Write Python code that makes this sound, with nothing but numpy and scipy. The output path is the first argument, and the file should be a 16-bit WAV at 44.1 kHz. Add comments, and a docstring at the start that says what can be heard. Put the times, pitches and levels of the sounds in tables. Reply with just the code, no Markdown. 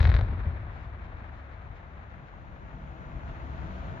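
"""A row of charges fires in a quarry: a quarter second of ragged shock cracks, echoed by the pit,
over the deep boom of heaving ground. The gain ducks under the blast and creeps back.
The boom rolls away while thrown rock pours down in a dull, distant rush of tiny impacts.
As the rush thins, stones clatter on and a few larger rocks clack as they land.
Toward the end, low wind buffets and the drone of far machinery swell."""
import sys
import numpy as np
from scipy import signal
from scipy.fft import rfft, irfft
from scipy.io import wavfile
from scipy.ndimage import uniform_filter1d

SR = 44100
rng = np.random.default_rng(int(sys.argv[2]) if len(sys.argv) > 2 else 0)


def store_wav(level_fs):
    """Save 16-bit WAV to argv[1]."""
    pcm = np.round(np.clip(np.atleast_2d(level_fs), -1, 1) * 32767)
    wavfile.write(sys.argv[1], SR, pcm.T.astype(np.int16))


N = 176400

# left-right likeness of the falling rock (frequency [Hz], likeness [0-1])
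ROCK_LIKENESS = [(60, .95), (200, 1), (370, 1), (680, 0.9), (1250, 0.1), (2300, 0.2), (4220, 0.4)]
ROCK_LEFT_DB, ROCK_LAG_S = 5, 0.00025  # the rock lies to the left and reaches the right side later
BASS_LEFT_DB = 3


def cracks():
    """The charges fire in a ragged volley, echoed by the pit walls and the tree line."""
    # shock fronts (time [s], relative level [dB], port ring [dB], ring pitch [Hz],
    # treble edge [Hz], mid knock [dB])
    shocks = [(.0026, -20.5, 1.5, 1700, 4500, -6), (.0055, -14.5, 5, 1850, 4500, -3),
              (0.0172, -22, -11.5, 1850, 9000, -3.5), (.026, -27, -7, 1850, 7000, 1),
              (0.0296, -16.5, -7, 1850, 7950, -1.5), (.0422, -19.5, -13.5, 1800, 4980, -1.5),
              (0.0453, -25, -8.5, 1850, 6000, .5), (.0534, -11, 2, 1850, 4030, -3),
              (0.0705, -21, -5, 1800, 4200, -1.5), (0.0732, -20, -8.5, 1800, 4500, 0.5),
              (.0759, -21.5, -14, 1800, 5880, 2), (0.0928, -18.5, -3, 1750, 5600, 0),
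              (0.1001, -19.5, -9, 1800, 5960, 1.5), (0.1171, -16, 8, 1700, 3010, -3),
              (.1262, -26.5, -10, 1800, 4960, -1), (.1414, -14.5, 1, 1850, 5200, -3),
              (0.1502, -19, -14, 1800, 4540, 3), (.1655, -16, 1.5, 1850, 5230, -2.5),
              (.1882, -24, -10.5, 1800, 4200, 3.5), (.1914, -21, -10.5, 1800, 3460, 7),
              (.2112, -20.5, -7, 1800, 4230, 6.5), (.23, -32.5, -4, 1600, 2500, 2.5)]
    volley = np.zeros((2, N))
    for start, db, *timbre in shocks:
        add(volley, start, amp(db + 19) * shock_front(*timbre))
    return volley + amp(-13) * reflections(volley, t60=0.83)


def shock_front(ring_db, ring_hz, edge_hz, knock_db):
    """One steep pressure front: it rings the microphone ports and is smeared by rough ground."""
    # tone of the front (frequency [Hz], relative level [dB])
    colour = [(60, -5), (300, -3.5), (550, 7), (1000, -1.5), (1700, -2), (2300, -6), (2800, -13),
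              (3900, -4), (5000, -17), (6500, -23.5), (8300, -40.5), (15000, -43)]
    ring_t60 = 0.002
    hz = abs(np.fft.fftfreq(8192, 1 / SR))
    t = np.arange(4096) / SR
    knock = knock_db * band(hz, centre_hz=700, octaves=0.68)
    gain = amp(read(colour, hz) + knock) / np.sqrt(1 + (hz / edge_hz) ** 4)
    spectrum = np.exp(np.conj(signal.hilbert(np.log(gain))))  # minimum phase keeps the attack sharp
    front = np.fft.ifft(spectrum).real[:len(t)]
    ports = np.cos(2 * np.pi * ring_hz * t) * amp(-60 * t / ring_t60)
    ring = signal.fftconvolve(front, ports)[:len(t)]
    crack = front / abs(front).max() * pan(left_db=2.5)
    crack += amp(ring_db) * ring / abs(ring).max() * pan(left_db=15.5)
    crack /= abs(crack).max()
    return crack + amp(-4.5) * reflections(crack, t60=0.053)


def boom():
    """The ground heaves in quick low thumps, and the rumble rolls off; later a big rock lands with a deep thud."""
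    # heaves of the ground and their echoes, ending with a big rock landing at 1.7 s (time [s], relative level
    # [dB])
    heaves = [(.004, -8.5), (0.04, -10), (0.057, -10), (0.082, -11), (.093, -11), (0.146, -11.5),
              (0.166, -25), (0.182, -14), (.223, -13.5), (0.296, -18.5), (0.323, -24), (0.467, -18.5),
              (0.48, -23.5), (0.503, -21.5), (0.619, -24), (.694, -36.5), (0.864, -30), (0.937, -33.5),
              (1.054, -34.5), (1.144, -31), (1.216, -37.5), (1.7, -37)]
    # decay of the rumble (time [s], level [dB])
    envelope = [(0, -7.5), (.15, -4.5), (.3, -12.5), (.5, -14.5), (.75, -23.5), (1.1, -26.5), (1.6, -33.5),
                (2.2, -41), (3, -54), (4, -60.5)]
    # tone of the rumble (frequency [Hz], relative level [dB])
    colour = [(12, -33), (28, -18.5), (42, 0), (75, 2.5), (100, -2), (130, -17.5), (190, -21), (300, -26),
              (600, -37.5), (2000, -95)]
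    thump_hz, swell_s = 78, 0.0061
    t = np.arange(SR // 8) / SR
    swell = (t / swell_s * np.exp(1 - t / swell_s)) ** 2
    push = swell * np.cos(2 * np.pi * thump_hz * (t - swell_s) + np.pi / 6)
    thumps = np.zeros(N)
    for start, db in heaves:
        add(thumps, start, amp(db + 16) * push)
    thumps = signal.sosfilt(signal.butter(1, 15, "high", fs=SR, output="sos"), thumps)
    rumble = spread(rng.standard_normal((2, N)), colour, likeness=[(60, 0.99), (400, 0.93)])
    return (thumps + level(envelope) * even_out(rumble)) * pan(BASS_LEFT_DB)


def rockfall():
    """Thrown rock pours down and thins out, with a few brighter showers of grit."""
    # decay of the pour (time [s], level [dB])
    envelope = [(0, -26), (.2, -27.5), (.3, -28), (.6, -32), (.8, -33.5), (.95, -36), (1.2, -35.5),
                (1.7, -41), (2.2, -45), (3, -54.5), (4, -65.5)]
    # tone of the pour (frequency [Hz], relative level [dB])
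    rock_colour = [(60, -13.5), (250, -1), (400, -5), (650, 2.5), (1000, 1.5), (1600, -0.5), (2300, -6.5),
                   (3000, -17.5), (3900, -21.5), (5000, -35), (6800, -39.5), (8000, -66.5), (15000, -63.5)]
    # showers of finer grit (peak time [s], half-width [s], level [dB])
    grit_showers = [(0.438, .025, -50.5), (0.758, 0.05, -46.5), (0.84, 0.039, -47), (1.046, 0.02, -47),
                    (1.371, 0.049, -51.5), (1.527, 0.032, -55), (1.765, 0.014, -48), (2.108, 0.017, -54.5),
                    (2.277, .025, -53.5), (3.295, .03, -56.5), (3.668, 0.41, -55.5)]
    # tone of the grit (frequency [Hz], relative level [dB])
    grit_colour = [(300, -16), (1500, 6), (2500, -2), (4000, -8), (5500, -18), (7000, -21.5), (8500, -50.5),
                   (15000, -67)]
    t = np.arange(N) / SR
    rock = spread(stones(), rock_colour, ROCK_LIKENESS, ROCK_LAG_S) * level(envelope)
    flicker = amp(1.2 * drift(rate_hz=39))
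    showers = sum(amp(db) * np.exp(-((t - peak) / width) ** 2) for peak, width, db in grit_showers)
    grit = spread(stones(), grit_colour, ROCK_LIKENESS, ROCK_LAG_S) * showers
    return (rock * flicker + grit) * pan(ROCK_LEFT_DB)


def stones(hits_per_s=900, impact_share=0.43):
    """Countless impacts of uneven size over the rush of sliding gravel."""
    hits = (rng.random((2, N)) < hits_per_s / SR) * rng.choice([-1, 1], (2, N))
    size_db = 2 * np.minimum(rng.exponential(1, (2, N)), 4)
    impacts = unit(hits * amp(size_db))
    gravel = rng.standard_normal((2, N))
    return np.sqrt(impact_share) * impacts + np.sqrt(1 - impact_share) * gravel


def clatter(hits_per_s=70, t60=0.03):
    """Fist-sized stones tumble here and there, each with a short scattered tail."""
    # loudness of the tumbling (time [s], level [dB])
    envelope = [(.2, -43.5), (.6, -51), (1.2, -55.5), (2, -55), (2.5, -55), (3.1, -51.5), (3.6, -54),
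                (4, -52.5)]
    # tone of the stones (frequency [Hz], relative level [dB])
    colour = [(300, -21.5), (650, -6.5), (950, 0), (1300, 0), (2100, -5), (3000, -16), (5000, -40.5),
              (8000, -80)]
    hits = rng.random(N) < hits_per_s / SR
    size_db = 2.5 * np.minimum(rng.exponential(1, N), 3)
    burst_power = signal.lfilter([1], [1, -amp(-120 / (t60 * SR))], (hits * amp(size_db)) ** 2)
    knocks = np.sqrt(burst_power) * rng.standard_normal((2, N))
    return spread(knocks, colour, ROCK_LIKENESS, ROCK_LAG_S) * level(envelope) * pan(ROCK_LEFT_DB)


def clacks(attack_s=0.002, t60=0.031):
    """Single larger rocks land with a short, dull crunch."""
    # rocks hitting the ground (time [s], level [dB], pitch [Hz])
    landings = [(.479, -38, 1300), (.504, -34, 1400), (1.815, -42, 1400), (1.902, -40.5, 1300),
                (2.113, -39, 1300), (2.139, -29, 1450), (2.283, -36, 1750), (2.338, -34, 1250),
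                (2.483, -36.5, 1400), (2.728, -38, 1400), (3.213, -38, 1104), (3.45, -39, 1280)]
    t = np.arange(4096) / SR
    hz = np.fft.rfftfreq(4096, 1 / SR)
    envelope = (1 - np.exp(-t / attack_s)) * amp(-60 * t / t60)
    left = np.zeros(N)
    for start, db, pitch in landings:
        phases = np.exp(2j * np.pi * rng.random(len(hz)))
        crunch = unit(irfft(band(hz, pitch, octaves=0.55) * phases))
        add(left, start, amp(db) * envelope * crunch)
    right = np.roll(left, round(ROCK_LAG_S * SR))
    return np.array([left, right]) * pan(ROCK_LEFT_DB)


def wind():
    """Wind buffets in low, lumpy gusts."""
    # strength of the wind (time [s], level [dB])
    envelope = [(0, -35), (1.7, -39), (2.1, -37.5), (2.35, -37), (2.9, -36), (3.25, -33.5), (3.45, -37.5),
                (3.6, -30.5), (3.72, -39.5), (3.85, -35.5), (4, -37)]
    # tone of the buffeting (frequency [Hz], relative level [dB])
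    colour = [(12, -26), (28, -7.5), (45, 6.5), (68, 1.5), (100, -3.5), (140, -1.5), (200, -12.5),
              (320, -23), (1000, -84)]
    buffet = spread(rng.standard_normal((2, N)), colour, likeness=[(60, 0.73)])
    gusts = amp(2 * drift(rate_hz=15))
    return buffet * level(envelope) * gusts * pan(BASS_LEFT_DB)


def machinery():
    """Far engines off to the left pick up: a drone with a few wavering tones."""
    # engine tones (frequency [Hz], level at 0 dB effort [dB])
    partials = [(70, -47), (138, -55.5), (185, -55.5), (253, -58.5), (329, -60.5), (657, -59.5),
                (689, -72.5), (899, -66.5), (1421, -68)]
    # tone of the drone and the open air (frequency [Hz], relative level [dB])
    colour = [(30, -23), (130, 10.5), (240, 2.5), (420, 0), (680, 4), (1000, 0.5), (1500, -1), (2200, -10),
              (3000, -16.5), (3900, -21.5), (5000, -33), (6800, -29.5), (8200, -64), (10500, -59),
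              (12000, -42.5), (14500, -44)]
    # left-right likeness of the drone (frequency [Hz], likeness [0-1])
    likeness = [(60, 1), (200, .9), (370, 0.94), (680, 0.46), (1250, 0.66), (2300, 0.68), (4220, 0.17)]
    # how hard the engines work (time [s], effort [dB])
    workload = [(0, 0.5), (1.9, -1), (2.5, -0.6), (2.9, 0.94), (3.25, 1.5), (3.55, 1.5), (3.85, 2), (4, 0)]
    wavering_time = np.cumsum(1 + 0.008 * drift(rate_hz=12)) / SR
    tones = np.zeros(N)
    for hz, db in partials:
        flutter = 1 + 0.7 * drift(rate_hz=9.2)
        tones += amp(db) * np.sqrt(2) * flutter * np.sin(2 * np.pi * (hz * wavering_time + rng.random()))
    drone = amp(-42.5) * spread(rng.standard_normal((2, N)), colour, likeness, lag_s=0.00037)
    effort = level(workload)
    return (drone * effort + tones * effort ** 2.3) * pan(left_db=3.5)  # tones swell more than the drone


def reflections(x, t60):
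    """A dying cloud of echoes, different at each ear."""
    t = np.arange(min(x.shape[1], SR)) / SR
    onset = 1 - np.exp(-t / 0.00089)
    tail = rng.standard_normal((2, len(t))) * amp(-60 * t / t60) * onset
    tail /= np.linalg.norm(tail, axis=1, keepdims=True)
    return signal.fftconvolve(x, tail, axes=1)[:, :x.shape[1]]


def spread(pair, colour, likeness, lag_s=0):
    """Colours two unrelated signals, blends them to a (Hz, 0-1) likeness and delays the right one."""
    hz = np.fft.rfftfreq(N, 1 / SR)
    left, other = rfft(pair)
    shared = np.clip(read(likeness, hz), -0.995, 0.995)
    right = (shared * left + np.sqrt(1 - shared ** 2) * other) * np.exp(-2j * np.pi * hz * lag_s)
    return unit(irfft(np.array([left, right]) * amp(read(colour, hz)), N))


def even_out(x, window_s=0.025, evenness=0.6):
    """Partly levels the lumps of a rumble."""
    power = (abs(signal.hilbert(x)) ** 2).mean(0)
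    power = uniform_filter1d(power, size=round(window_s * SR))
    return unit(x / (abs(power) + 1e-9) ** (evenness / 2))


def drift(rate_hz):
    """Slow random wander of rms 1."""
    hz = np.fft.rfftfreq(N, 1 / SR)
    slow = np.exp(-(hz / rate_hz) ** 2) * (hz > 0)
    return unit(irfft(rfft(rng.standard_normal(N)) * slow, N))


def band(hz, centre_hz, octaves):
    """A bell curve on a log-frequency axis."""
    return np.exp(-(np.log2((hz + 1) / centre_hz) / octaves) ** 2)


def amp(db):
    """Decibels to gain."""
    return 10 ** (np.asarray(db) / 20)


def unit(x):
    """Scales to rms 1."""
    return x / np.sqrt(np.mean(x ** 2) + 1e-20)


def read(points, hz):
    """Reads a table on a log-frequency axis."""
    frequency, value = np.transpose(points)
    return np.interp(np.log(hz + 1), np.log(frequency + 1), value)


def level(points):
    """Gain over time from (time [s], level [dB]) points."""
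    return amp(np.interp(np.arange(N) / SR, *np.transpose(points)))


def pan(left_db):
    """Stereo gains with the left side louder by left_db."""
    return amp(np.array([[left_db], [-left_db]]) / 2)


def add(mix, start_s, sound):
    """Mixes a sound in at a time."""
    part = mix[..., round(start_s * SR):][..., :sound.shape[-1]]
    part += sound[..., :part.shape[-1]]


def scene():
    """Blast, falling rock and the open site."""
    return cracks() + boom() + rockfall() + clatter() + clacks() + wind() + machinery()


def record(dry):
    """A low cut, a gain control that ducks at the blast and recovers slowly, then a high cut."""
    low_cut_hz, high_cut_hz = 14, 14500
    threshold_db, recover_db_per_s = -17, 4
    hz = np.fft.rfftfreq(2 * N, 1 / SR)
    low_cut = hz ** 4 / (hz ** 4 + low_cut_hz ** 4)
    mix = irfft(rfft(dry, 2 * N) * low_cut)[:, :N]
    power = uniform_filter1d((mix ** 2).mean(0), size=6000)
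    power_db = 10 * np.log10(abs(power) + 1e-12)
    recovery_db = np.arange(N) / SR * recover_db_per_s
    held_db = np.maximum.accumulate(power_db + recovery_db) - recovery_db  # peak hold that sinks steadily
    over_db = np.maximum(held_db - threshold_db, 0)
    ducked = mix * amp(-uniform_filter1d(over_db, size=2000))
    high_cut = signal.firwin(511, high_cut_hz, window=("kaiser", 9), fs=SR)
    return signal.oaconvolve(ducked, high_cut[None], "same")


dry = scene()
out = record(dry)
store_wav(out)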